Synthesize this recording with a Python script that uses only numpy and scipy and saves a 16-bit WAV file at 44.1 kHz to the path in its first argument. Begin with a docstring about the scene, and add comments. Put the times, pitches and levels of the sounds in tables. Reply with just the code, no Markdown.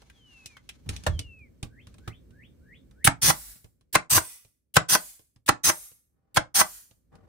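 """An air stapler, set down on carpet in a small camper, fires five staples into the wooden floor.
Pull: valve hiss, then noise bursts and damped modes for the strike. Release: an exhaust blast of
coloured noise, the piston knocking home, trailing air. Contacts click, knock and thud; cloth, hose and
nose rub as swelling noise. Outside, mostly before the shots, a songbird whistles as gliding sines
over a rumble of low noise."""
import sys
import numpy as np
from scipy import signal
from scipy.fft import rfft, irfft, next_fast_len
from scipy.io import wavfile
from scipy.ndimage import map_coordinates

SR = 44100
rng = np.random.default_rng(int(sys.argv[2]) if len(sys.argv) > 2 else 0)


def dump_mix(stems):
    """Bounce the given channels to the path in sys.argv[1] as a 16-bit WAV at rate SR."""
    frames = np.atleast_2d(stems).T  # one column per channel
    limited = np.clip(frames, -1, 1)  # hard clip at full scale
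    pcm = np.round(limited * 32767).astype(np.int16)
    wavfile.write(sys.argv[1], SR, pcm)


N = 321048
TIME = np.arange(N) / SR

# Event levels are nominal: each layer adds its own offset. L-R is left over right.
# Low rumble of the surroundings: (time [s], level [dB])
RUMBLE_LEVEL = [(0, -61.5), (.72, -60), (.95, -52.5), (1.5, -57), (2, -54.5), (3.1, -56.5), (3.65, -69),
                (4.6, -80), (6.9, -74.5), (7.28, -63)]
# Falling whistle, before stretch and ratio: (time into note [s], pitch [Hz], level [dB])
FALL_SHAPE = [(0, 3780, -34.5), (.05, 3400, -11.5), (.15, 2990, -5), (.24, 2700, -2.5), (.325, 2550, -6.5),
              (.385, 2280, -4), (.425, 2020, -21)]
# Rising whistle, before stretch and ratio: (time into note [s], pitch [Hz], level [dB])
RISE_SHAPE = [(0, 1395, -25), (.06, 1587, -10.5), (.105, 1810, -1.5), (.135, 2117, 5), (.152, 2758, 0),
              (.166, 3350, 1), (.195, 3650, -12), (.21, 3686, -22)]
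# Falling notes: (time [s], time stretch [ratio], pitch [ratio], level [dB])
FALL_NOTES = [(0.103, 1.19, .975, -53.5), (1.056, 1.001, 1.006, -49.5)]
# Rising notes: (time [s], time stretch [ratio], pitch [ratio], level [dB])
RISE_NOTES = [(1.666, 0.93, 0.98, -61), (1.986, 0.96, 0.99, -59), (2.297, 0.94, 0.99, -59),
              (2.598, 0.98, 1.001, -58.5), (2.924, 0.78, 0.93, -61.5)]
# Tool set down and nudged into place:
# (time [s], metal click [dB], knock [dB], knock pitch [Hz], floor thud [dB])
TOOL_BUMPS = [(0.017, -59, -54, 670, -70), (0.097, -58, -52.5, 1790, -76), (.457, -38.5, -42, 6430, -76),
              (.566, -59, -47.5, 1300, -67), (.689, -38, -39.5, 2310, -69), (0.86, -71, -66.5, 800, -40.5),
              (0.889, -28.5, -37, 1960, -29), (.962, -35, -65, 2560, -46), (1.035, -44, -57, 1550, -51),
              (1.063, -30.5, -21, 997, -43), (1.066, -37.5, -22.5, 491, -29.5),
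              (1.190, -28.5, -66, 2490, -37), (1.627, -34, -42, 270, -31), (2.075, -49.5, -37.5, 1386, -31),
              (3.642, -54.5, -54, 383, -49)]
# Camper floor booming under weight: (time [s], level [dB])
FLOOR_BOOMS = [(.865, -40), (1.073, -29)]
# Light ticks of loose parts: (time [s], click level [dB])
LOOSE_TICKS = [(1.389, -71), (1.868, -51.5), (1.94, -57), (1.981, -56.5), (2.305, -65), (2.909, -61),
               (3.808, -66.5), (5.359, -62.5), (7.152, -60)]
# Sleeve and hose over the carpet: (peak time [s], rise [s], fall [s], level [dB])
BRUSH_STROKES = [(0, .05, 1, -64.5), (.41, 0.29, .45, -63.5), (.76, .14, 0.062, -62.5),
                 (.92, .08, 0.39, -58), (1.06, 0.16, 0.24, -55.5), (1.9, 0.098, 0.25, -67.5),
                 (2.08, 0.25, 0.069, -70.5)]
# Nose along the trim: (peak time [s], rise [s], fall [s], level [dB])
NOSE_DRAGS = [(6.18, .12, 1.94, -76.5), (7.13, 0.018, 0.18, -54), (7.2, 0.087, 0.19, -56.5)]
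# Trigger releases: (time [s], blast length [s], blast [dB], vent whistle [dB], piston knock [dB],
# floor thump [dB], trailing air hold [s], flutter [dB], settling delay [s], L-R [dB])
TRIGGER_RELEASES = [(3.213, 0.089, -15.5, -37, -18.5, -27, 0.21, -48.5, .253, -.5),
                    (4.095, .082, -16, -28.5, -17.5, -28, 0.16, -67.5, 0.27, -1),
                    (4.883, 0.068, -17, -35.5, -17, -38.5, 0.15, -61, 0.24, -1),
                    (5.632, .064, -16, -36.5, -17.5, -39.5, 0.16, -60.5, .217, -1),
                    (6.541, 0.07, -16, -44, -15, -42.5, 0.17, -58.5, .298, -1)]
# Shots: (blow time [s], blow [dB], crack [dB], floor thump [dB], valve lead [s], valve hiss [dB],
# hiss drop over the lead [dB], low piston kick [dB], L-R [dB])
STAPLE_SHOTS = [(3.0715, -11.5, -15.5, -18, .029, -23, 13, -24.5, -1),
                (3.9527, -11, -15, -30.5, 0.026, -30.5, 2, -39.5, -1),
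                (4.7663, -9.5, -15, -26.5, 0.027, -32, -2, -48.5, 0),
                (5.4886, -11.5, -15.5, -25.5, 0.028, -40, 3.5, -51.5, -0.5),
                (6.3701, -10.5, -17.5, -24.5, 0.027, -39, 3, -46, -2)]

# Tool ringing on the boards, nominal modes: (frequency [Hz], level [dB], t60 [s])
BODY_MODES = [(328, -14, 0.074), (626, -12.5, 0.095), (837, -3, 0.026), (1027.6, 2, 0.035),
              (1289, -3.5, 0.04), (1528, -5, 0.063), (2023, -15, 0.11), (2350, -6, 0.018),
              (3550, -23.5, 0.024)]
# Hollow floor, nominal modes: (frequency [Hz], level [dB], t60 [s])
BOARD_MODES = [(62, 1.5, 0.052), (90, -10, 0.1), (113.5, 2.5, 0.14), (137, -2.5, 0.082), (194.1, -3, 0.075),
               (240, -13.5, 0.065)]
# Floor right under the nose, nominal modes: (frequency [Hz], level [dB], t60 [s])
RECOIL_MODES = [(129, 3, 0.044), (294, -11.5, 0.16)]

# Exhaust blast spectrum: (frequency [Hz], relative density [dB])
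JET_SPECTRUM = [(40, -19), (150, -7.5), (400, -17.5), (1200, -9), (3000, -7.5), (5000, -3.5), (6200, 1.5),
                (7400, -8), (8600, -0.5), (10200, -1), (12500, -1.5), (15500, -8)]
# Trailing air spectrum: (frequency [Hz], relative density [dB])
TRAIL_SPECTRUM = [(60, -20.5), (300, -17.5), (1500, -9), (3000, -8.5), (6000, -2.5), (10200, 1.5),
                  (13000, 4), (15500, -4.5)]
# Piston knock spectrum: (frequency [Hz], relative density [dB])
KNOCK_SPECTRUM = [(40, -26.5), (130, -9), (450, -7.5), (750, 1), (1500, -0.5), (2100, -5), (3500, -18),
                  (6000, -21), (15000, -44)]
# Staple crack spectrum: (frequency [Hz], relative density [dB])
CRACK_SPECTRUM = [(200, -16), (1200, 1), (3000, 2), (6000, -3), (10000, -1), (15500, -13.5)]
# Steel click spectrum: (frequency [Hz], relative density [dB])
CLICK_SPECTRUM = [(200, 1), (1200, -15.5), (2500, 4), (4300, 2.5), (6500, -2), (10000, -1.5),
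                  (15500, -21.5)]
# Valve hiss spectrum: (frequency [Hz], relative density [dB])
VALVE_SPECTRUM = [(100, -6.5), (1000, -14), (3000, 0.5), (6000, -5), (10000, 5.5), (14500, 2.5),
                  (16000, -4)]
# Cloth and hose spectrum: (frequency [Hz], relative density [dB])
CLOTH_SPECTRUM = [(200, -1.5), (1000, -0.5), (3000, -1), (6200, -2.5), (7500, -9.5), (10000, -8.5),
                  (15500, -18.5)]
# Nose scrape spectrum: (frequency [Hz], relative density [dB])
SCRAPE_SPECTRUM = [(40, -7), (120, 10), (600, -1), (1500, -9.5), (3000, -25.5), (10000, -35.5),
                   (15500, -42)]
# Rumble spectrum: (frequency [Hz], relative density [dB])
RUMBLE_SPECTRUM = [(20, -18.5), (55, 9.5), (130, 2.5), (200, -1.5), (290, -8.5), (500, -12.5), (800, -29),
                   (2000, -32.5), (5000, -46.5), (15000, -58)]
# Low push of piston and tool: (frequency [Hz], relative density [dB])
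PUSH_SPECTRUM = [(25, -14.5), (60, -4.5), (130, 1.5), (200, -9), (310, -7), (450, -16), (900, -37.5),
                 (4000, -69.5)]
# Floor boom spectrum: (frequency [Hz], relative density [dB])
BOOM_SPECTRUM = [(25, -21.5), (55, 4), (85, 1), (140, -9), (210, -18), (400, -38.5), (2000, -80.5)]
# Left-right likeness of noise: (frequency [Hz], correlation [-1..1])
CHANNEL_LIKENESS = [(60, 1), (160, 0.33), (320, 0.099), (1400, 0.16), (3000, 0.04), (15000, 0.092)]
# Camper reverberation: (frequency [Hz], t60 [s])
CAMPER_DECAY = [(80, 0.24), (300, 0.2), (1200, 0.17), (3000, 0.14), (8000, 0.14), (15000, 0.026)]

DRONE_HZ, DRONE_DB = 250, -9.5  # narrow band in the rumble, dB re its wide band
STROKE_DB = 25  # climb over a stroke's rise, drop over its fall
TICK_HZ, TICK_KNOCK_DB, TICK_THUD_DB = 1200, -6.5, 4  # levels re the tick's click
SETTLE_HZ, SETTLE_DB = 400, -58.5  # tool settling once its air is spent
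TRAIL_DB = -45  # trailing air at the end of its hold
VENT_HZ = 8570  # faint whistle of the exhaust slots
NOTCH_HZ, NOTCH_WIDTH_HZ, NOTCH_DB = 12300, 520, -20
TOP_HZ = 15750  # band limit


def amp(db):
    """Decibels to gain."""
    return 10 ** (np.asarray(db) / 20)


def unit(x):
    """x at rms 1."""
    return x / np.sqrt(np.mean(x ** 2) + 1e-20)


def along(points, hz):
    """(Hz, value) points read on a log-frequency axis."""
    f, v = np.transpose(points)
    return np.interp(np.log(hz + 1), np.log(f + 1), v)


def level(rows):
    """Gain per sample from (s, dB) rows."""
    return amp(np.interp(TIME, *np.transpose(rows)))


def wobble(rate_hz, size=N):
    """Random curve: Gaussian knots at rate_hz joined by straight lines."""
    knots = rng.standard_normal(size // 8 + 4)
    return map_coordinates(knots, [np.arange(size) * rate_hz / SR], order=1)


def band(hz, octaves):
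    """Spectrum of one broad resonance."""
    skirt = ((-6, -40), (-1, -11), (0, 0), (1, -11), (6, -40))
    return [(hz * 2 ** (k * octaves), db) for k, db in skirt]


def noise(spectrum, size=N, ripple_db=3.5):
    """Coloured stereo noise of rms 1, nearly mono in the bass; close surfaces ripple its spectrum."""
    hz = np.fft.rfftfreq(size, 1 / SR)
    turn = np.arccos(np.clip(along(CHANNEL_LIKENESS, hz), -1, 1)) / 2
    ripple = ripple_db * map_coordinates(rng.standard_normal(200), [np.sqrt(hz)], order=1)
    colour = amp(along(spectrum, hz) + ripple)
    white = rfft(rng.standard_normal((2, size)))
    mid, side = irfft(white * colour * [np.cos(turn), np.sin(turn)], size)
    return unit(np.array([mid + side, mid - side]))


def burst(spectrum, rise_s, hold_s, t60_s, swell_db=0):
    """One second of noise that opens, climbs by swell_db (sinks if negative) until hold_s, then decays."""
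    t = TIME[:SR]
    opening = 1 - np.exp(-(t / rise_s) ** 2)
    swell = -swell_db * np.maximum(1 - t / hold_s, 0)
    decay = -60 * np.maximum(t - hold_s, 0) / t60_s
    return noise(spectrum, size=SR) * opening * amp(swell + decay)


def ring(modes, rise_s, spread_rad, detune):
    """Damped modes, struck anew; each reaches the two microphones with its own phase."""
    t, out = TIME[:SR], np.zeros((2, SR))
    for hz, db, t60_s in modes:
        pitch_hz = hz * (1 + detune * rng.normal())
        phase = spread_rad * rng.normal() * np.array([[1], [-1]])
        envelope = amp(db + 2 * rng.normal() - 60 * t / t60_s)
        out += envelope * np.sin(2 * np.pi * pitch_hz * t + phase)
    total = np.linalg.norm(amp([mode[1] for mode in modes]))
    return out * (1 - np.exp(-t / rise_s)) / total * np.sqrt(2)


def add(track, time_s, sound, pan_db=0):
    """Mix a sound into the track at time_s; pan_db is left over right."""
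    part = track[:, max(round(time_s * SR), 0):][:, :sound.shape[-1]]
    panned = sound * amp([[pan_db / 2], [-pan_db / 2]])
    part += panned[:, :part.shape[1]]


def echoes(x, decay):
    """Diffuse tail of about unit energy per channel; noise decays by the (Hz, t60 s) rows."""
    hz, t, z = signal.stft(rng.standard_normal((2, SR // 2)), SR, nperseg=256)
    fading = z * amp(-60 * t / along(decay, hz)[:, None])
    tail = signal.istft(fading, SR, nperseg=256)[1]
    return signal.fftconvolve(x, tail / np.linalg.norm(tail[0]), axes=1)[:, :N]


def rumble():
    """Low noise of the surroundings with one narrow band standing out."""
    drone = amp(DRONE_DB) * noise(band(DRONE_HZ, octaves=0.34))
    return level(RUMBLE_LEVEL) * (noise(RUMBLE_SPECTRUM, ripple_db=1.5) + drone)


def bird():
    """Two long falling whistles, then five quick, hoarser rising ones: gliding sines blurred by the yard."""
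    out = np.zeros((2, N))
    calls = ((FALL_SHAPE, FALL_NOTES, .006, -9), (RISE_SHAPE, RISE_NOTES, .04, 0))
    for shape, notes, waver, blur_db in calls:
        knots_s, hz, db = np.transpose(shape)
        song = np.zeros((2, N))
        for time_s, stretch, ratio, note_db in notes:
            t = TIME[:SR] / stretch
            pitch_hz = ratio * np.interp(t, knots_s, hz) * (1 + waver * wobble(370, size=SR))
            gain = amp(note_db + np.interp(t, knots_s, db) + 1.7 * wobble(70, size=SR))
            gain = gain * (t < knots_s[-1])
            add(song, time_s, gain * np.sin(2 * np.pi * np.cumsum(pitch_hz) / SR), pan_db=1.5)
        out += song + amp(blur_db) * echoes(song, [(2500, 0.17)])
    return out


def strokes(rows):
    """Gain per sample of rubbing strokes, each swelling to a peak and fading; powers add."""
    power = 0
    for peak_s, rise_s, fall_s, db in rows:
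        distance = np.maximum((peak_s - TIME) / rise_s, (TIME - peak_s) / fall_s)
        power = power + amp(db - STROKE_DB * distance) ** 2
    return np.sqrt(power)


def thump(soft_hz):
    """The hollow floor gives under the tool; a soft contact leaves its modes above soft_hz quiet."""
    modes = [(hz, db - 10 * np.log10(1 + (hz / soft_hz) ** 4), t60_s) for hz, db, t60_s in BOARD_MODES]
    return ring(modes, rise_s=0.0016, spread_rad=0.24, detune=0.019)


def contact(click_db, knock_db, knock_hz, thud_db):
    """One touch of the tool: steel clicks, the magazine rattles, the housing knocks, the floor thuds."""
    out = np.zeros((2, SR))
    click = burst(CLICK_SPECTRUM, rise_s=0.00019, hold_s=0.0006, t60_s=0.026)
    add(out, 0.0018, amp(click_db + 1.5) * click, pan_db=-3.5)
    rattle = burst(CLICK_SPECTRUM, rise_s=0.0028, hold_s=0.0029, t60_s=0.073)
    add(out, 0, amp(click_db - 7.5) * rattle)
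    knock = burst(band(knock_hz, octaves=.9), rise_s=.001, hold_s=.005, t60_s=.05)
    add(out, .001, amp(knock_db) * knock)
    backing = burst(band(250, octaves=0.69), rise_s=0.00054, hold_s=.01, t60_s=0.12)  # carpet backing
    add(out, 0, amp(thud_db - 9.5) * backing, pan_db=-2.5)
    add(out, 0.0033, amp(thud_db + 4.5) * thump(soft_hz=101), pan_db=-4.0)
    return out


def handling():
    """Loose steel ticks and rattles as the tool touches down; cloth, hose and nose rub unevenly."""
    out = np.zeros((2, N))
    for time_s, click_db, knock_db, knock_hz, thud_db in TOOL_BUMPS:
        add(out, time_s, contact(click_db, knock_db, knock_hz, thud_db))
    for time_s, db in FLOOR_BOOMS:
        boom = burst(BOOM_SPECTRUM, rise_s=0.0032, hold_s=0.078, t60_s=.35, swell_db=-8.5)
        add(out, time_s, amp(db) * boom, pan_db=-0.5)
    for time_s, db in LOOSE_TICKS:
        add(out, time_s, contact(db, db + TICK_KNOCK_DB, TICK_HZ, db + TICK_THUD_DB))
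    brush = strokes(BRUSH_STROKES) * amp(3.5 * wobble(45)) * noise(CLOTH_SPECTRUM)
    drag = strokes(NOSE_DRAGS) * amp(5.0 * wobble(90)) * noise(SCRAPE_SPECTRUM)
    return out + brush + drag


def eddies():
    """Turbulence makes escaping air slightly lumpy."""
    return amp(1.1 * wobble(200, size=SR) + wobble(900, size=SR))


def releases():
    """The cylinder dumps its air, the piston knocks on its top stop, the last air bleeds away."""
    out, t = np.zeros((2, N)), TIME[:SR]
    for (time_s, length_s, db, whistle_db, knock_db, thump_db,
         hold_s, flutter_db, settle_s, pan_db) in TRIGGER_RELEASES:
        home_s = time_s + length_s
        jet = amp(db) * burst(JET_SPECTRUM, rise_s=0.012, hold_s=length_s, t60_s=0.068, swell_db=1.5)
        vent = burst(band(VENT_HZ, octaves=0.0067), rise_s=.008, hold_s=length_s / 2, t60_s=0.38)
        add(out, time_s, (jet + amp(whistle_db) * vent) * eddies(), pan_db)

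        slide = burst(KNOCK_SPECTRUM, rise_s=0.0042, hold_s=length_s, t60_s=0.023, swell_db=26.0)
        add(out, time_s, amp(knock_db - 5.5) * slide, pan_db)  # piston slides up
        knock = burst(KNOCK_SPECTRUM, rise_s=.0005, hold_s=0.0076, t60_s=0.011)
        add(out, home_s, amp(knock_db - 0.5) * knock, pan_db)
        body = ring(BODY_MODES, rise_s=0.0024, spread_rad=0.44, detune=0.017)
        add(out, home_s, amp(knock_db + 5) * body, pan_db)
        buck = burst(PUSH_SPECTRUM, rise_s=0.031, hold_s=length_s, t60_s=0.035, swell_db=5)
        add(out, time_s, amp(thump_db) * buck, pan_db=-2.0)  # tool bucks on the floor

        trail = burst(TRAIL_SPECTRUM, rise_s=.012, hold_s=hold_s, t60_s=0.4, swell_db=-5.5)
        add(out, home_s, amp(TRAIL_DB) * trail, pan_db)
        throb = np.sin(2 * np.pi * 52 * t + .5 * wobble(21, size=SR))  # under the trailing air
        throb_gain = amp(flutter_db + 3.0 - 60 * np.maximum(t - hold_s, 0) / .2)
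        add(out, home_s, throb_gain * throb * (1 - np.exp(-t / .04)))
        settling = contact(SETTLE_DB, SETTLE_DB - 3, SETTLE_HZ, SETTLE_DB - 3)
        add(out, home_s + settle_s, settling)
    return out


def shots():
    """The valve spits, the piston runs down, the driver rams the staple home over a few milliseconds."""
    out = np.zeros((2, N))
    for (time_s, db, crack_db, thump_db, lead_s, valve_db,
         drop_db, kick_db, pan_db) in STAPLE_SHOTS:
        spit = burst(VALVE_SPECTRUM, rise_s=0.0022, hold_s=lead_s, t60_s=0.055, swell_db=-drop_db)
        add(out, time_s - lead_s, amp(valve_db) * spit * eddies(), pan_db)
        kick = burst(PUSH_SPECTRUM, rise_s=0.0011, hold_s=0.0051, t60_s=0.031)
        add(out, time_s - lead_s + 0.0058, amp(kick_db) * kick)
        run = burst(band(1700, octaves=2.5), rise_s=0.00028, hold_s=0.014, t60_s=0.034, swell_db=3)
        add(out, time_s - .009, amp(db - 12) * run, pan_db)

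        chatter = amp(3.2 * wobble(890, size=SR))  # driver judders against the staple
        crack = burst(CRACK_SPECTRUM, rise_s=0.00033, hold_s=0.0063, t60_s=0.012)
        add(out, time_s - .001, amp(crack_db) * chatter * crack, pan_db)
        knock = burst(KNOCK_SPECTRUM, rise_s=0.0019, hold_s=0.0061, t60_s=0.035)
        add(out, time_s, amp(db + .5) * knock, pan_db)
        body = ring(BODY_MODES, rise_s=0.00064, spread_rad=0.15, detune=0.023)
        add(out, time_s, amp(db + 1.0) * body, pan_db)

        recoil = ring(RECOIL_MODES, rise_s=0.0019, spread_rad=0.21, detune=0.06)  # shoves the floor
        add(out, time_s + .004, amp(thump_db + 9.0) * recoil, pan_db=-5)
        add(out, time_s + 0.0012, amp(thump_db - 10.5) * thump(soft_hz=300), pan_db=-5.5)
    return out


def scene():
    """The tool in the small padded room, the bird outside, the rumble a little to the right."""
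    out = np.zeros((2, N))
    add(out, 0, rumble(), pan_db=-1.0)
    tool = handling() + releases() + shots()
    return out + bird() + tool + amp(-13) * echoes(tool, CAMPER_DECAY)


def record(dry):
    """The recorder rounds high peaks, thins deep bass, notches the treble and cuts above TOP_HZ."""
    soft = dry / (1 + np.abs(dry) ** 6) ** (1 / 6)
    soft = signal.sosfilt(signal.butter(2, 30, "high", fs=SR, output="sos"), soft)
    size = next_fast_len(N + SR // 2)
    hz = np.fft.rfftfreq(size, 1 / SR)
    notch = amp(NOTCH_DB * np.exp(-((hz - NOTCH_HZ) / NOTCH_WIDTH_HZ) ** 2))
    edge = 1 / (1 + (hz / TOP_HZ) ** 160)
    return irfft(rfft(soft, size) * notch * edge, size)[:, :N]


dry = scene()
out = record(dry)
dump_mix(out)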